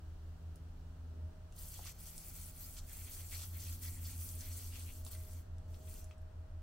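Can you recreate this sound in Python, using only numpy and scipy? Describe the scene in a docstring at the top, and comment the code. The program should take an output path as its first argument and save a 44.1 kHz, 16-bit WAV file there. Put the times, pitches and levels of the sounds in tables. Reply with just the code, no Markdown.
"""In an open yard two far motors, almost in step, beat in a throbbing hum over a thin whine and the
rumble of the neighbourhood. At 1.5 s a garden hose opens into a bucket a few metres away: drop impacts
hiss and splatter, air in the hose makes the jet sputter, and an air pocket dug by the jet gurgles.
Big drops and the nozzle tick, and the handled hose knocks. The flow dies away by 5.5 s and gives one
last spurt just before 6 s, while the hum goes on."""
import sys
import numpy as np
from scipy import signal
from scipy.fft import rfft, irfft
from scipy.io import wavfile
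from scipy.ndimage import uniform_filter1d

SR = 44100
rng = np.random.default_rng(int(sys.argv[2]) if len(sys.argv) > 2 else 0)


def generate_wav(sig):
    """Save sig (samples, or channels by samples) to the path in sys.argv[1] as 16-bit PCM at SR."""
    pcm = np.round(np.clip(np.atleast_2d(sig).T, -1, 1) * 32767).astype(np.int16)
    wavfile.write(sys.argv[1], SR, pcm)


N = 291942
T, HZ = np.arange(N) / SR, np.fft.rfftfreq(N, 1 / SR)

# Spectra of the water sounds. Each row: frequency in Hz, relative spectral density in dB.
SPRAY_SPECTRUM = [(2500, -39), (4500, -21.5), (6500, -10), (8000, 0), (11500, -0.5), (13000, 1),
                  (15800, 3.5)]
SPLATTER_SPECTRUM = [(600, -10), (1200, -7), (2500, -9.5), (3700, -3.5), (5000, 1), (6300, 2.5), (8500, -5),
                     (12000, -23), (16000, -26)]
GURGLE_SPECTRUM = [(400, -18), (900, -5.5), (1400, -4), (1780, 0.5), (2200, 2), (3200, 0), (4200, 1),
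                   (6500, -32), (12000, -49)]
# Resonances of the bucket. Each row: centre in Hz, width in Hz, lift in dB.
BUCKET_MODES = [(1963, 91, 4), (2580, 80, 1.5), (3306, 300, 5.5), (4580, 480, 4), (6140, 910, 2.1),
                (7390, 290, 4), (9420, 420, 5.5), (12600, 630, 5)]
# The nozzle opens, runs, shuts and spurts once more. Each row: time in seconds, level in dB.
FLOW_LEVEL = [(1.5, -96), (1.59, -57.5), (2.7, -58.5), (3.0, -57.5), (3.9, -55.5), (4.66, -58.5),
              (4.95, -62), (5.34, -63.5), (5.41, -71), (5.49, -102), (5.63, -95), (5.73, -72.5),
              (5.82, -73.5), (5.9, -61.5), (6.0, -62), (6.05, -76), (6.15, -86)]
# Air in the hose breaks the stream. Each row: start in seconds, length in seconds, gain in dB.
STALLS = [(1.78, 0.12, -3.5), (1.917, 0.084, -14), (2.507, 0.072, -8), (2.789, 0.095, -11.5),
          (3.215, .09, -3), (3.48, .12, -3), (3.755, 0.076, -7.5), (3.95, 0.073, -7), (5.01, 0.052, -10)]
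# Surges slap the water. Each row: start and length in seconds, splatter and spray levels in dB.
SURGES = [(1.723, 0.13, -65.5, -70), (1.839, 0.086, -60, -59), (2.047, 0.075, -65, -60),
          (2.325, 0.19, -69.5, -61), (2.587, .11, -68.5, -56), (2.753, 0.065, -60.5, -77),
          (3.1, 0.13, -63.5, -57.5), (3.306, 0.17, -57, -57), (3.586, 0.17, -61.5, -63),
          (3.808, 0.11, -62.5, -54.5), (4.039, 0.12, -62, -70), (4.183, 0.16, -67.5, -54),
          (4.39, 0.091, -65, -65), (4.501, 0.21, -62.5, -59.5), (4.729, 0.14, -64, -60.5),
          (5.06, 0.045, -66, -60), (5.102, 0.064, -62.5, -53.5)]
# The air pocket gulps. Each row: start and length in seconds, level in dB, mid-gulp note in Hz.
GULPS = [(1.73, 0.065, -66, 3160), (1.82, 0.048, -61, 2900), (1.853, 0.068, -60.5, 2200),
         (2.76, .045, -66, 3000), (2.878, 0.17, -67.5, 2060), (3.054, 0.067, -64, 2320),
         (3.152, 0.12, -69.5, 2150), (3.308, 0.076, -58.5, 2400), (3.37, .1, -70, 2900),
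         (3.528, 0.12, -66, 2120), (3.628, 0.096, -66.5, 3130), (3.821, 0.088, -62.5, 2000),
         (3.952, 0.064, -69, 2000), (4.07, .09, -75, 2400), (4.388, 0.16, -66.5, 1990),
         (4.713, 0.12, -62.5, 2800), (4.85, 0.088, -64.5, 2700), (5.131, 0.047, -63.5, 2040),
         (5.727, 0.046, -72, 3020), (5.866, 0.047, -67.5, 2450), (6.108, 0.038, -72, 2700)]
# Ticks of big drops and the nozzle. Each row: start in seconds, peak before echoes in dB, pitch in Hz.
TICKS = [(0.5584, -49, 9700), (1.5245, -51.5, 5430), (1.564, -47, 10800), (1.617, -50, 10700),
         (1.741, -40.5, 9300), (1.87, -38.5, 5570), (2.1796, -36.5, 9000), (2.788, -43, 6130),
         (3.727, -43, 13000), (4.29, -38, 9350), (4.408, -39, 9200), (4.7952, -39.5, 9000),
         (5.0497, -40, 9600), (5.0652, -39, 6000), (5.583, -56.5, 6800), (5.7436, -52, 4340),
         (5.9403, -46, 9300), (6.043, -46, 9400), (6.113, -56.5, 5000), (6.1813, -58.5, 10000),
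         (6.2169, -63, 10000)]
# Knocks of the hose. Each row: start in seconds, level in dB, frequency in Hz, 60 dB decay in seconds.
KNOCKS = [(1.792, -42.5, 810, 0.0094), (1.805, -53, 700, 0.0072), (1.857, -51, 1140, .014),
          (5.065, -52.5, 1090, 0.014), (5.152, -56, 1980, 0.016), (6.1107, -54.5, 2550, 0.018),
          (6.1103, -58, 3200, 0.02), (6.1106, -58, 1220, 0.01)]
# Motor speeds. Each row: time in seconds, slow motor's rate in Hz, fast motor's lead in Hz.
MOTOR_SPEEDS = [(0, 81, 5.3), (1.4, 80.8, 5.2), (2.1, 81, 4.7), (2.8, 80.7, 5.3), (3.5, 80.7, 6.0),
                (4.4, 80.45, 6.25), (5.4, 80.35, 5.65), (6.62, 80.3, 6.0)]
# Motor tones. Each row: time in seconds, then relative levels in dB of the slow fundamental,
# the fast fundamental and the slow motor's second harmonic.
MOTOR_LEVELS = [(0.0, -51, -65, -73.5), (0.5, -51.5, -57.5, -65.5), (0.9, -54, -68, -66.5),
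                (1.22, -46.5, -57, -67.5), (1.55, -64.5, -56, -71), (2.0, -68, -58, -67),
                (2.4, -52.5, -94, -65), (2.75, -63, -62, -69), (3.1, -57, -55.5, -83), (3.5, -57, -49, -70),
                (3.9, -52, -48, -66.5), (4.4, -54.5, -49, -71), (4.9, -55, -51, -80),
                (5.6, -54, -52, -69.5), (6.1, -54, -56.5, -77), (6.6, -53.5, -54, -80)]
# Third harmonics. Each row: time in seconds, relative levels in dB of the slow and the fast motor.
THIRD_HARMONICS = [(0, -84, -85), (.6, -86, -74.5), (1.2, -71, -69.5), (1.6, -90, -92), (2.4, -79, -77),
                   (3.1, -91, -75.5), (3.5, -75, -78), (3.9, -68.5, -73), (4.4, -72.5, -70),
                   (4.9, -78, -70.5), (5.6, -72, -83.5), (6.6, -93, -90)]
# The far whine and the hiss of the trees. Each row: time in seconds, relative level in dB.
WHINE_LEVEL = [(0, -79), (1.0, -76.5), (1.3, -69), (2.1, -81), (2.4, -74), (2.86, -73), (3.2, -80),
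               (3.47, -73), (4.0, -88), (4.42, -66), (4.75, -84), (5.08, -66.5), (5.6, -71), (5.95, -64),
               (6.3, -68), (6.62, -72)]
LEAVES_LEVEL = [(0, -76.5), (.6, -77), (1.4, -78.5), (5.5, -81), (6.62, -85)]
# Soft low rushes. Each row: time of the crest in seconds, half width in seconds, level in dB.
RUSHES = [(.5, 0.22, -72.5), (1.21, .11, -64.5), (4.9, 1.24, -72.5), (5.83, 0.17, -68)]
# Spectra of the background noises. Each row: frequency in Hz, relative spectral density in dB.
RUMBLE_SPECTRUM = [(10, -23.5), (26, 1.5), (35, -7.5), (58, -6.5), (100, -13.5), (140, -20.5), (200, -26),
                   (400, -31.5), (750, -31.5), (1100, -37), (1550, -38), (2150, -47), (5000, -52),
                   (16000, -63)]
RUSH_SPECTRUM = [(60, -29), (150, 7.5), (280, -2), (450, 0), (700, -13), (1500, -30), (5000, -44)]
LEAVES_SPECTRUM = [(300, -15), (2000, -5), (3000, 2), (6000, -2), (10000, -7.5), (16000, -4.5)]
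# Likeness of left and right. Each row: frequency in Hz, coherence from 0 to 1.
WATER_COHERENCE = [(700, 0.14), (1700, 0.98), (2800, 0.68), (3800, 0.33), (6000, 0.37), (9500, 0.39),
                   (11000, 0.48), (13000, 0.34), (16000, 0.19)]
AIR_COHERENCE = [(30, 0.98), (90, 0.99), (180, 0.78), (350, 0.57), (700, 0), (1500, 0.19), (5000, 0),
                 (16000, 0.05)]
# Resonances of the microphone's housing. Each row: centre in Hz, width in Hz, lift in dB.
HOUSING_MODES = [(1335, 99, 2.5), (2880, 410, 2), (4300, 540, 1.5), (5740, 770, 1.5), (7870, 880, 2.5),
                 (10670, 300, 2.5), (12600, 700, 0)]

SPRAY_DB, SPLATTER_DB, GURGLE_DB = -0.73, -11.5, -18.5  # relative to the flow, at full flow
FULL_FLOW_DB, COARSE_DB_PER_DB = -56, 0.61  # coarse sounds fall less as the flow weakens
ATTACK_S, RELEASE_S, SAG_DB = 0.019, 0.027, -2.5
NOTE_RISE_HZ_PER_S, POCKET_WIDTH_HZ = 3000, 540
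MOTORS_OPPOSED_S, WHINE_HZ = 4.12, 629.3
RIGHT_LAG_S, BAND_LIMIT_HZ = 1.7e-5, 15830


def hose():
    """Amplitude modulation: spray, splatter and gurgle flutter together with the water pressure."""
    spray = water(SPRAY_SPECTRUM, (8000, 15800), per_s=3600, spread_db=3.5, mist=0.58, patch=(2.5, 8))
    splatter = water(SPLATTER_SPECTRUM, (3800, 7000), per_s=1600, spread_db=2, mist=0.47, patch=(2, 6))
    gurgle = water(GURGLE_SPECTRUM, (1500, 3500), per_s=980, spread_db=3, mist=0.99, patch=(2, 3))
    gurgle = 0.59 * gurgle + 0.87 * air_pocket(gurgle)
    spray_gain, splatter_gain, gurgle_gain = stream_gains()
    jet = spray * spray_gain + splatter * splatter_gain + gurgle * gurgle_gain
    flutter = gain_of(0.15 * drift(hz=89) + 0.37 * drift(hz=12))
    return jet * flutter * gain_of([[.4], [-.4]])


def water(spectrum, band_hz, per_s, spread_db, mist, patch):
    """Shot noise: drops over a mist of tiny ones, filtered by the bucket; unit mono RMS in band_hz."""
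    def impacts():
        sizes = gain_of(spread_db * np.minimum(rng.exponential(1, N), 5))
        drops = evened(sizes * rng.choice([-1, 1], N) * (rng.random(N) < per_s / SR))
        patter = drops + 0.45 * reflections(drops, t60=0.04) + mist * rng.standard_normal(N)
        return rfft(wobble(patter, *patch))
    spectra = stereo_pair(impacts(), impacts(), WATER_COHERENCE)
    spectra *= gain_of(over_frequency(spectrum) + resonance_db(BUCKET_MODES))
    spectra[1] *= np.exp(-2j * np.pi * HZ * RIGHT_LAG_S)
    in_band = irfft(spectra.mean(0) * (HZ > band_hz[0]) * (HZ < band_hz[1]), N)
    return irfft(spectra, N) / in_band.std()


def wobble(x, depth_db, bins):
    """Spectral modulation: as the stream wobbles, patches of its spectrum swell and fade."""
    frames = signal.stft(x, nperseg=256)[2]
    field = rng.standard_normal(frames.shape)
    for _ in range(2):
        field = uniform_filter1d(uniform_filter1d(field, size=bins, axis=0), size=7, axis=1)
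    return signal.istft(frames * gain_of(depth_db * evened(field)), nperseg=256)[1][:N]


def stream_gains():
    """Incoherent sounds add in power: surges and gulps ride on a flow broken by stalls."""
    flow = level(FLOW_LEVEL) * gain_of(sum(db * disturbance(s, length) for s, length, db in STALLS))
    coarse = gain_of(FULL_FLOW_DB) * (flow / gain_of(FULL_FLOW_DB)) ** COARSE_DB_PER_DB
    slaps, sprays = sum(gain_of([[slap_db], [spray_db]]) * disturbance(s, length)
                        for s, length, slap_db, spray_db in SURGES)
    gulps = sum(gain_of(db) * disturbance(s, length) for s, length, db, _ in GULPS)
    return (np.hypot(gain_of(SPRAY_DB) * flow, sprays),
            np.hypot(gain_of(SPLATTER_DB) * coarse, slaps),
            np.hypot(gain_of(GURGLE_DB) * coarse, gulps))


def disturbance(start, length):
    """The envelope of a stall, surge or gulp: linear attack, sagging hold, linear release."""
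    age = np.clip(T - start, 0, length)
    attack, release = np.minimum(age / ATTACK_S, 1), np.minimum((length - age) / RELEASE_S, 1)
    return attack * release * gain_of(SAG_DB * age / length)


def air_pocket(x):
    """Cavity resonance: within each gulp the pocket closes, so its hollow note climbs."""
    start, length, _, mid_hz = np.transpose(GULPS)
    gulp = np.maximum(np.searchsorted(start, T) - 1, 0)
    age = np.clip(T - start[gulp], 0, length[gulp])
    note_hz = mid_hz[gulp] + NOTE_RISE_HZ_PER_S * (age - length[gulp] / 2)
    carrier = np.exp(2j * np.pi * np.cumsum(note_hz) / SR)
    pole = np.exp(-np.pi * POCKET_WIDTH_HZ / SR)
    # shift the note down to 0 Hz, smooth, and shift back
    return 2 * (carrier * signal.lfilter([1 - pole], [1, -pole], x / carrier)).real


def ticks_and_knocks():
    """Impulsive excitation: a tick is a brief snap with a quick echo, a knock is one damped mode."""
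    direct, t = np.zeros(N), T[:2048]
    for start, db, hz in TICKS:
        burst = rng.standard_normal(len(t)) * np.exp(-t / .0005)
        band_hz = [hz * 0.56, min(hz * 1.41, BAND_LIMIT_HZ)]
        snap = signal.sosfilt(signal.butter(2, band_hz, "band", fs=SR, output="sos"), burst)
        snap *= gain_of(db) / abs(snap).max()
        add(direct, start, snap)
        add(direct, start + 0.001104, 0.23 * snap)
    for start, db, hz, t60 in KNOCKS:
        add(direct, start, gain_of(db - 60 * t / t60) * np.sin(2 * np.pi * hz * t))
    return direct + gain_of(-0.5) * np.array([reflections(direct, t60) for t60 in (0.16, 0.071)])


def reflections(x, t60):
    """Reverberation: dense echoes off the bucket wall and the ground decay exponentially."""
    t = T[:4096]
    response = evened(rng.standard_normal(len(t)) * gain_of(-60 * t / t60))
    return signal.oaconvolve(x, response)[:N] / np.sqrt(len(t))


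def motors():
    """Beating: the fundamentals of two motors interfere five or six times a second."""
    slow_hz, lead_hz = over_time(MOTOR_SPEEDS)
    slow = 2 * np.pi * (np.cumsum(slow_hz) / SR + rng.random())
    lead = 2 * np.pi * np.cumsum(lead_hz) / SR
    fast = slow + lead - np.interp(MOTORS_OPPOSED_S, T, lead) + np.pi
    slow_gain, fast_gain, second = gain_of(over_time(MOTOR_LEVELS))
    slow_third, fast_third = gain_of(over_time(THIRD_HARMONICS))
    side = np.array([[-.077], [.077]])  # radians: the hum arrives first on the right
    fundamentals = slow_gain * np.sin(slow + side) + fast_gain * np.sin(fast + side)
    harmonics = second * np.sin(2 * slow + side) + slow_third * np.sin(3 * slow)
    harmonics += fast_third * np.sin(3 * fast)
    upper = sum(slow_gain * gain_of(db + 3.4 * drift(hz=2.5)) * np.sin(k * slow + 0.91 * drift(hz=8.1))
                for k, db in [(4, -28), (5, -31)])
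    flutter = gain_of(0.83 * drift(hz=25.3))
    return np.sqrt(2) * (gain_of(1.36) * fundamentals * flutter + gain_of(1.0) * harmonics + upper)


def whine():
    """Fading in propagation: a far tone wavers on its way through the air, differently on each side."""
    phase = 2 * np.pi * WHINE_HZ * T + 0.21 * drift(hz=8.8)
    tone = np.array([np.sin(phase + offset + 0.96 * drift(hz=9.7)) * gain_of(0.78 * drift(hz=7))
                     for offset in (.8, 0)])
    return tone * level(WHINE_LEVEL) * gain_of([[2], [1]])


def neighbourhood():
    """Superposition of noises: a steady rumble, soft swelling rushes and the hiss of the trees."""
    swells = sum(gain_of(db) * np.exp(-((T - s) / width) ** 2) for s, width, db in RUSHES)
    rushes = swells * distant_noise(RUSH_SPECTRUM) * gain_of([[.5], [-.5]])
    rumble = gain_of(-53) * distant_noise(RUMBLE_SPECTRUM)
    return rumble + rushes + level(LEAVES_LEVEL) * distant_noise(LEAVES_SPECTRUM)


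def distant_noise(spectrum):
    """A diffuse field of unit RMS: left and right are alike only at long wavelengths."""
    a, b = rfft(rng.standard_normal((2, N)))
    return evened(irfft(stereo_pair(a, b, AIR_COHERENCE) * gain_of(over_frequency(spectrum)), N))


def stereo_pair(a, b, coherence):
    """Partial coherence: the weighted sum and difference of two independent spectra."""
    likeness = np.clip(over_frequency(coherence), -1, 1)
    mid, side = a * np.sqrt((1 + likeness) / 2), b * np.sqrt((1 - likeness) / 2)
    return np.array([mid + side, mid - side])


def resonance_db(modes):
    """Resonance: each mode lifts the spectrum in a bell around its centre."""
    return sum(db / (1 + (2 * (HZ - hz) / width) ** 2) for hz, width, db in modes)


def drift(hz):
    """Random modulation: low-passed noise of unit RMS."""
    return evened(irfft(rfft(rng.standard_normal(N)) / (1 + (HZ / hz) ** 4), N))


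def gain_of(db):
    """Decibels as an amplitude ratio."""
    return 10 ** (np.asarray(db) / 20)


def evened(x):
    """Normalisation to unit RMS."""
    return x / np.sqrt(np.mean(x ** 2) + 1e-20)


def over_frequency(rows):
    """Interpolation on a logarithmic frequency axis."""
    hz, value = np.transpose(rows)
    return np.interp(np.log(HZ + 1), np.log(hz + 1), value)


def over_time(rows):
    """Linear interpolation of each column in time."""
    s, *columns = np.transpose(rows)
    return [np.interp(T, s, column) for column in columns]


def level(rows):
    """Gain along a decibel curve, silent outside it."""
    s, db = np.transpose(rows)
    return gain_of(np.interp(T, s, db, left=-120, right=-120))


def add(mix, start, sound):
    """Superposition of a sound from its start in seconds."""
    part = mix[round(start * SR):][:len(sound)]
    part += sound[:len(part)]


def scene():
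    """Superposition: the pressures of all sources add."""
    return hose() + ticks_and_knocks() + motors() + whine() + neighbourhood()


def record(dry):
    """Linear filtering: the housing's resonances colour the sound, and a low-pass limits its band."""
    coloured = irfft(rfft(dry) * gain_of(resonance_db(HOUSING_MODES)), N)
    low_pass = signal.firwin(511, BAND_LIMIT_HZ, window=("kaiser", 9), fs=SR)
    return signal.oaconvolve(coloured, low_pass[None], "same")


dry = scene()
out = record(dry)
generate_wav(out)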